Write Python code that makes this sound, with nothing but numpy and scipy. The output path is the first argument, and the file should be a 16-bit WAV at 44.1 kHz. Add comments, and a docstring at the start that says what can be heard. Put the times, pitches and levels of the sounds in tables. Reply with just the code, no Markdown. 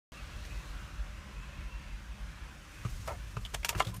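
"""Inside a parked car, heard from a hand-held camera. From 0.12 s a throbbing low rumble and a soft,
airy hiss with faint whistles fill the cabin; one small dry snap comes early. From 2.8 s the hand
shifts on the camera, right at the microphone: dull bumps, a short rubbing squeak, a light rustle,
then sharp plastic clicks, a rattle and one loud hollow knock, ending in a low hum and two tiny tinks.
The padded cabin answers each handling sound briefly."""
import sys
import numpy as np
from scipy import signal
from scipy.fft import rfft, irfft, next_fast_len
from scipy.io import wavfile
from scipy.ndimage import uniform_filter1d, map_coordinates

SR = 44100
rng = np.random.default_rng(int(sys.argv[2]) if len(sys.argv) > 2 else 0)


def to_wav(sig):
    """Store sig (one row per channel, or 1-D mono) as 16-bit WAV at the path in sys.argv[1].

    Samples outside -1..1 are clipped; the rate is SR.
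    """
    pcm = np.clip(np.atleast_2d(sig), -1, 1) * 32767
    pcm = np.round(pcm).astype(np.int16)
    wavfile.write(sys.argv[1], SR, pcm.T)  # frames by channels


N = 176400

# spectrum of a hard contact on plastic: frequency_hz, gain_db
CLICK_COLOUR = [(200, -11), (400, -3.5), (650, -1.5), (1200, 0), (1600, 2), (1900, -2.5), (2300, -1.5),
                (2900, -2.5), (3400, -3.5), (4000, -8), (5500, -6.5), (7100, -7.5), (8000, -8.5),
                (8600, -9.5), (10000, -14.5), (13200, -16.5), (15000, -25)]


def amp(db):
    return 10 ** (np.asarray(db) / 20)


def unit(x):
    return x / np.sqrt(np.mean(x ** 2) + 1e-20)


def clock():
    return np.arange(N) / SR


def curves(rows):
    """One value per sample for each column after the time."""
    times, *columns = np.transpose(rows)
    return [np.interp(clock(), times, column) for column in columns]


def wobble(rate_hz):
    """A smooth random curve with rate_hz knots a second."""
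    return map_coordinates(rng.standard_normal(int(N * rate_hz / SR) + 4), [clock() * rate_hz])


def swells(rows):
    """A sum of bell-shaped swells from rows of centre_s, half_length_s, level_db."""
    return sum(amp(db) * np.exp(-.5 * ((clock() - s) / half) ** 2) for s, half, db in rows)


def wavering(hz, wander, rate_hz):
    """A tone of rms 1 whose pitch wanders by a share of itself."""
    pitch_hz = hz * (1 + wander * wobble(rate_hz))
    return unit(np.sin(2 * np.pi * (rng.random() + np.cumsum(pitch_hz) / SR)))


def filtered(x, response):
    """x shaped by a gain that depends on frequency."""
    size = next_fast_len(N + SR // 2)
    return irfft(rfft(x, size) * response(np.fft.rfftfreq(size, 1 / SR)), size)[:N]


def noise(colour, tilt_db=0):
    """Noise of rms 1 from rows of frequency_hz, gain_db, tilted by tilt_db per octave."""
    hz, db = np.transpose(colour)
    tilted_db = db + tilt_db * np.log2(hz / hz[0])
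    response = lambda f: amp(np.interp(np.log(f + 1), np.log(hz + 1), tilted_db))
    return unit(filtered(rng.standard_normal(N), response))


def resonance(hz, width_hz):
    """Noise of rms 1 in one steep-sided resonance."""
    return unit(filtered(rng.standard_normal(N), lambda f: 1 / (1 + ((f - hz) / width_hz * 2) ** 2)))


def patchy(x, depth_db):
    """Slow random patches of gain over frequency and time."""
    spectra = signal.stft(x, nperseg=1024)[2]
    patches = uniform_filter1d(rng.standard_normal(spectra.shape), size=4, axis=0)
    patches = unit(uniform_filter1d(patches, size=9, axis=1))
    return unit(signal.istft(spectra * amp(depth_db * patches), nperseg=1024)[1][:N])


def decay(start_s, t60_s, attack_s=0.00093):
    """A fast rise, then an exponential fall."""
    t = np.maximum(clock() - start_s, 0)
    return np.exp(-np.log(1000) * t / t60_s) * (1 - np.exp(-t / attack_s))


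def crack(start_s, hold_s, t60_s):
    """A sudden rise, a brief hold and a fast fall."""
    t = clock() - start_s
    return np.clip(t / 0.00032, 0, 1) * np.exp(-np.log(1000) * np.maximum(t - hold_s, 0) / t60_s)


def ring(start_s, modes, attack_s):
    """Struck, damped modes of alternating sign, each slightly random in level."""
    t = np.arange(SR // 2) / SR
    tone = 0
    for k, (hz, db, t60_s) in enumerate(modes):
        envelope = amp(db + rng.normal(0, 1)) * np.exp(-np.log(1000) * t / t60_s)
        tone += (-1) ** k * envelope * np.sin(2 * np.pi * hz * t)
    return np.pad(tone * (1 - np.exp(-t / attack_s)), (round(start_s * SR), N))[:N]


def rumble():
    """The cabin throbs on one low resonance over a broad rumble."""
    # throbs of the cabin: centre_s, half_length_s, level_db
    throbs = [(0.235, 0.017, -48), (0.37, 0.011, -40.5), (0.45, 0.027, -45), (0.555, .03, -39),
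              (0.71, 0.011, -41), (0.762, .017, -43), (1.01, 0.021, -37.5), (1.1, .018, -49),
              (1.19, 0.011, -42.5), (1.385, 0.015, -42.5), (1.6, 0.033, -45), (1.665, 0.011, -38),
              (1.76, 0.016, -42), (1.88, 0.016, -46), (1.94, 0.01, -40.5), (2.115, .017, -40.5),
              (2.23, 0.015, -38), (2.43, 0.011, -42), (2.94, 0.015, -37.5), (3.24, 0.032, -42),
              (3.44, .018, -40), (3.6, 0.039, -44.5), (3.78, 0.017, -40)]
    # course of the broad rumble: time_s, level_db
    levels = [(0.13, -49), (0.55, -45.5), (0.85, -48), (1.05, -47.5), (1.3, -49), (1.75, -48.5),
              (2.05, -48.5), (2.3, -48), (2.72, -52.5), (2.88, -45), (3.3, -47), (3.6, -49.5), (4.0, -44.5)]
    # its spectrum: frequency_hz, gain_db
    colour = [(22, -35), (32, -10), (42, -0.5), (55, -0.5), (68, -2), (85, -7.5), (110, -10), (150, -12.5),
              (195, -16), (235, -21.5), (280, -25), (340, -30.5), (420, -33.5), (550, -75)]
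    level_db, = curves(levels)
    boom = (amp(-54) + swells(throbs)) * wavering(hz=48.25, wander=0.0792, rate_hz=14)
    return boom + amp(level_db + wobble(20)) * noise(colour)


def hiss():
    """Airy, swirling hiss around the microphone; its treble and faint resonances come and go."""
    # course of the hiss: time_s, hiss_db, treble_db
    levels = [(.12, -52.5, -64), (.3, -52.5, -69), (.48, -53, -61.5), (.7, -52.5, -65.5), (1, -53.5, -70.5),
              (1.6, -54, -79), (2.1, -55.5, -69.5), (2.4, -54, -71), (2.65, -55.5, -67), (2.9, -54, -59),
              (3.25, -56.5, -63.5), (3.55, -57.5, -62), (4, -61.5, -68)]
    # spectra of the hiss and the treble above it: frequency_hz, gain_db
    hiss_colour = [(180, -27), (300, 0), (409, -8.5), (597, 0), (669, -8.5), (726, -5), (855, -6.5),
                   (1020, -1), (1310, -1.5), (1420, -0.5), (2250, -3.5), (2600, -3.5), (2820, -5),
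                   (3170, -7), (4390, -12.5), (6300, -14.5), (15000, -31)]
    treble_colour = [(1500, -45), (3500, -5.5), (6000, -1.5), (9000, -6), (15000, -14)]
    # faint bands in the cabin noise, the last a low rumble as the hand shifts on the camera: centre_hz,
    # width_hz, level_db, start_s, end_s
    bands = [(4000, 1300, -66, .1, .78), (1380, 550, -62.5, .68, 1.14), (1040, 110, -66, 1.15, 1.8),
             (1470, 550, -65, 2.15, 2.6), (138, 7, -62, 1.25, 2.65), (203, 14, -65, 1.1, 2.65),
             (98, 34, -52.5, 2.76, 3.6)]
    hiss_db, treble_db = curves(levels)
    air = amp(hiss_db + 0.52 * wobble(13)) * patchy(noise(hiss_colour), depth_db=1.7)
    air += amp(treble_db + 1.25 * wobble(60)) * noise(treble_colour)
    for hz, width_hz, db, start_s, end_s in bands:
        fade = np.clip(np.minimum(clock() - start_s, end_s - clock()) / 0.04, 0, 1)
        air += amp(db + 1.4 * wobble(16)) * fade * resonance(hz, width_hz)
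    return air


def whistles():
    """A narrow band of hiss swells in short bursts and wavers in pitch."""
    # whistling swells: centre_s, half_length_s, pitch_hz, level_db
    bursts = [(.185, .027, 2620, -55), (.35, .035, 2560, -59.5), (.515, .03, 2540, -57),
              (.59, .025, 2600, -61.5), (1.41, .05, 2560, -62), (1.55, .06, 2620, -61),
              (1.72, .04, 2660, -60.5), (1.88, .05, 2630, -61), (2.13, .04, 2590, -65),
              (2.75, .045, 2560, -61.5)]
    s, half, hz, db = np.transpose(bursts)
    shift_hz = np.interp(clock(), s, hz) - hz[0] + 50 * wobble(35)
    band = signal.hilbert(resonance(hz[0], width_hz=130))
    gliding = band * np.exp(2j * np.pi * np.cumsum(shift_hz) / SR)
    return swells(zip(s, half, db)) * gliding.real


def snap():
    """One small dry snap: a burst of noise that dies at once."""
    # spectrum of the snap: frequency_hz, gain_db
    colour = [(300, 3), (1500, 0), (4000, -3), (6000, 2), (7500, -16), (10000, -22), (15000, -28)]
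    return amp(-38.5) * decay(start_s=.4517, t60_s=0.013, attack_s=.0002) * noise(colour)


def bumps():
    """The hand bumps the camera: each time a soft tap with a low thud."""
    # bumps of the hand: start_s, thud_db, tap_db
    hits = [(2.8491, -27.5, -33.5), (3.3667, -31, -33), (3.7496, -35, -30.5), (3.7612, -31.5, -48),
            (3.864, -36.5, -57)]
    # modes of the thud: pitch_hz, gain_db, t60_s
    modes = [(62, -10, .1), (111, 5.5, 0.075), (190, -2.5, 0.07), (340, -19, 0.09)]
    # spectrum of the tap: frequency_hz, gain_db
    colour = [(150, -26), (400, 0), (700, -13.5), (1200, 4), (1700, -15.5), (2600, -9.5), (3400, -23),
              (6000, -25), (15000, -44)]
    return sum(amp(thud_db) * ring(s, modes, attack_s=0.0056)
               + amp(tap_db) * decay(s, t60_s=0.049) * noise(colour)
               for s, thud_db, tap_db in hits)


def squeak():
    """A rubbing contact catches, then sticks and slips: a rough gliding tone in friction noise."""
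    # course of the squeak: time_s, pitch_hz, level_db
    glide = [(3.074, 590, -69), (3.0765, 610, -39), (3.086, 633, -38.5), (3.097, 747, -42),
             (3.111, 954, -45), (3.12, 924, -44), (3.135, 727, -54), (3.15, 700, -54), (3.165, 690, -67)]
    # spectrum of the friction: frequency_hz, gain_db
    colour = [(200, -18), (550, 7.5), (900, -2), (1300, 5), (1650, -13), (2150, -2.5), (3000, -20),
              (7000, -21.5), (15000, -31)]
    hz, db = curves(glide)
    phase = 2 * np.pi * np.cumsum(hz * (1 + 0.032 * wobble(400))) / SR
    tone = unit(np.sin(phase) + 0.17 * np.sin(2 * phase))
    rubbing = (clock() > glide[0][0]) & (clock() < glide[-1][0])
    catch = amp(-38.5) * decay(start_s=3.0752, t60_s=0.038) * noise(CLICK_COLOUR)
    return catch + amp(db) * rubbing * (amp(-1) * tone + amp(1.5) * noise(colour))


def rustles():
    """The grip slides in short, grainy strokes close to the microphone."""
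    # slides of the grip: centre_s, half_length_s, level_db
    slides = [(3.077, 0.013, -49.5), (3.542, 0.003, -41), (3.79, 0.017, -44), (3.879, 0.027, -50.5),
              (3.947, 0.0049, -51), (3.967, 0.0076, -51.5)]
    # their spectrum: frequency_hz, gain_db
    colour = [(300, 7.5), (1000, 5.5), (2200, 1), (4000, -0.5), (7500, -2.5), (12000, -8), (15000, -13)]
    return swells(slides) * unit(noise(colour) * amp(1.9 * wobble(500)))


def ticks():
    """The plastic creaks in small ticks, each a noise burst at its own pitch."""
    # creaking ticks: start_s, level_db, pitch_ratio
    hits = [(3.4505, -35.5, 0.98), (3.4608, -40.5, 0.98), (3.631, -39, 0.73), (3.818, -42, 1.1),
            (3.8222, -38.5, 1.05), (3.8486, -38, 1.07), (3.870, -38.5, 1.14), (3.886, -46, 1.1)]
    # spectrum at a pitch ratio of 1: frequency_hz, gain_db
    colour = [(400, -12), (1500, -9), (2600, -7.5), (3150, 6.5), (3800, -6.5), (4800, -11.5), (7000, -15),
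              (15000, -27)]
    return sum(amp(db) * decay(s, t60_s=0.036, attack_s=0.00012)
               * noise([(ratio * hz, gain_db) for hz, gain_db in colour])
               for s, db, ratio in hits)


def clicks():
    """Plastic snaps sharply: a hard crack, a dense tail and briefly ringing modes."""
    # sharp clicks: start_s, level_db, tilt_db_per_octave, hold_s, tail_gain_db, ring_gain_db
    hits = [(3.5439, -31.5, -0.1, 0.0065, -3.5, -8.5), (3.6468, -27, 1.7, 0.0026, -2, -4.5),
            (3.6859, -40, 2.5, .002, 2, -18), (3.691, -26, 2.5, 0.0028, -1.5, -3),
            (3.7970, -35, 1, 0.006, -6, -12)]
    # modes of the plastic: pitch_hz, gain_db, t60_s
    modes = [(937, -6, .1), (1236, -9, .05), (2310, -2, .045), (2700, 0, .028), (2870, -1, .028),
             (3300, -4, .022), (5560, -8, .035), (7030, -3, .04), (7730, -9, .03), (10600, -10, .04),
             (13300, -12, .045)]
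    out = np.zeros(N)
    for s, db, tilt_db, hold_s, tail_db, ring_db in hits:
        envelope = np.maximum(crack(s, hold_s, t60_s=0.011), amp(tail_db) * decay(s, t60_s=0.064))
        burst = envelope * noise(CLICK_COLOUR, tilt_db)
        out += amp(db) * (burst + amp(ring_db) * ring(s, modes, attack_s=0.00066))
    return out


def rattles():
    """The camera's shell rattles with a woody body between the blows and creaks as it settles."""
    # rattles of the shell: centre_s, half_length_s, level_db
    shakes = [(3.712, 0.011, -49), (3.736, .005, -45.5), (3.758, 0.0057, -45), (3.787, 0.0056, -46),
              (3.826, .005, -44.5), (3.865, .022, -57)]
    # their spectrum: frequency_hz, gain_db
    colour = [(200, -7), (350, -0.5), (650, 0), (900, -11), (1200, 1.5), (1600, -8), (2200, -12),
              (4000, -26)]
    # dull creaks of the plastic: centre_s, half_length_s, pitch_hz, level_db
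    creaks = [(3.71, .008, 950, -48), (3.869, .008, 524, -48), (3.887, 0.0035, 1160, -54),
              (3.946, 0.011, 1020, -50.5)]
    body = swells(shakes) * unit(noise(colour) * amp(2.7 * wobble(250)))
    return body + sum(swells([(s, half, db)]) * wavering(hz, wander=.035, rate_hz=300)
                      for s, half, hz, db in creaks)


def knocks():
    """Two blows ring the hollow plastic shell: a faint, duller one, then a loud one."""
    # blows on the shell: start_s, level_db, tilt_db_per_octave
    blows = [(3.7272, -38.5, -1), (3.8019, -20, 0)]
    # modes of the shell: pitch_hz, gain_db, t60_s
    modes = [(490, -5.5, .06), (620, 5.5, 0.035), (760, 5, 0.034), (1025, 3, 0.062), (1178, 4, .036),
             (1335, 1, 0.051), (1757, -2.5, 0.049), (2135, 1, .04), (2800, -3, 0.048)]
    # spectrum of the impact: frequency_hz, gain_db
    colour = [(150, -9), (320, -9), (450, -5), (720, 0.5), (1100, 5), (1700, -6.5), (2850, -5.5),
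              (6000, -17), (7200, -15), (15000, -44)]
    pivot_hz, attack_s = modes[3][0], .0005
    out = np.zeros(N)
    for s, db, tilt_db in blows:
        tilted = [(hz, gain_db + tilt_db * np.log2(hz / pivot_hz), t60) for hz, gain_db, t60 in modes]
        shell = amp(-8) * ring(s, tilted, attack_s)
        impact = amp(-3) * decay(s, t60_s=0.052, attack_s=attack_s) * noise(colour, tilt_db)
        out += amp(db) * (shell + impact)
    return out


def hum():
    """A soft, uneven low ring lingers after the last bump as the grip settles."""
    # onset of the hum: start_s, level_db
    onsets = [(3.868, -40.5)]
    # its modes: pitch_hz, gain_db, t60_s
    modes = [(110.6, -1.5, 0.69), (184, -1.5, 0.85), (340, -12, 0.3)]
    waver = amp(2 * wobble(50))
    return waver * sum(amp(db) * ring(s, modes, attack_s=0.0039) for s, db in onsets)


def tinks():
    """Tiny bright contacts: a short ring inside a fine scrape."""
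    # light contacts: start_s, level_db
    hits = [(3.941, -44), (3.963, -44)]
    # their modes: pitch_hz, gain_db, t60_s
    modes = [(7050, -8, .03), (9300, -3, .04), (9650, -5, .03), (11500, -7, .04), (11950, -5, .045)]
    # spectrum of the scrape: frequency_hz, gain_db
    colour = [(3000, -20), (6500, -5), (8200, -10), (9500, 2), (10600, -4), (12000, 0), (15000, -16)]
    return sum(amp(db) * (ring(s, modes, attack_s=0.0018)
                          + amp(-4) * decay(s, t60_s=0.064, attack_s=.003) * noise(colour))
               for s, db in hits)


def cabin(x):
    """The short answer of the padded cabin, strongest in the bass."""
    reflections = noise([(100, -8), (2000, -16), (15000, -13.5)])  # frequency_hz, gain_db
    tail = (reflections * decay(start_s=0.0018, t60_s=0.075))[:SR // 2]
    return signal.fftconvolve(x, tail / np.linalg.norm(tail))[:N]


def scene():
    """At one microphone: the cabin's noise, the close handling and its reflections."""
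    handling = snap() + bumps() + squeak() + rustles() + ticks() + clicks()
    handling += rattles() + knocks() + hum() + tinks()
    return (rumble() + hiss() + whistles() + handling + amp(-12.5) * cabin(handling))[None]


def record(dry):
    """The microphone opens after a moment and keeps nothing above its band limit."""
    open_s, top_hz = .12, 15500
    return filtered(dry[0] * (clock() > open_s), lambda hz: 1 / (1 + (hz / top_hz) ** 120))[None]


dry = scene()
out = record(dry)
to_wav(out)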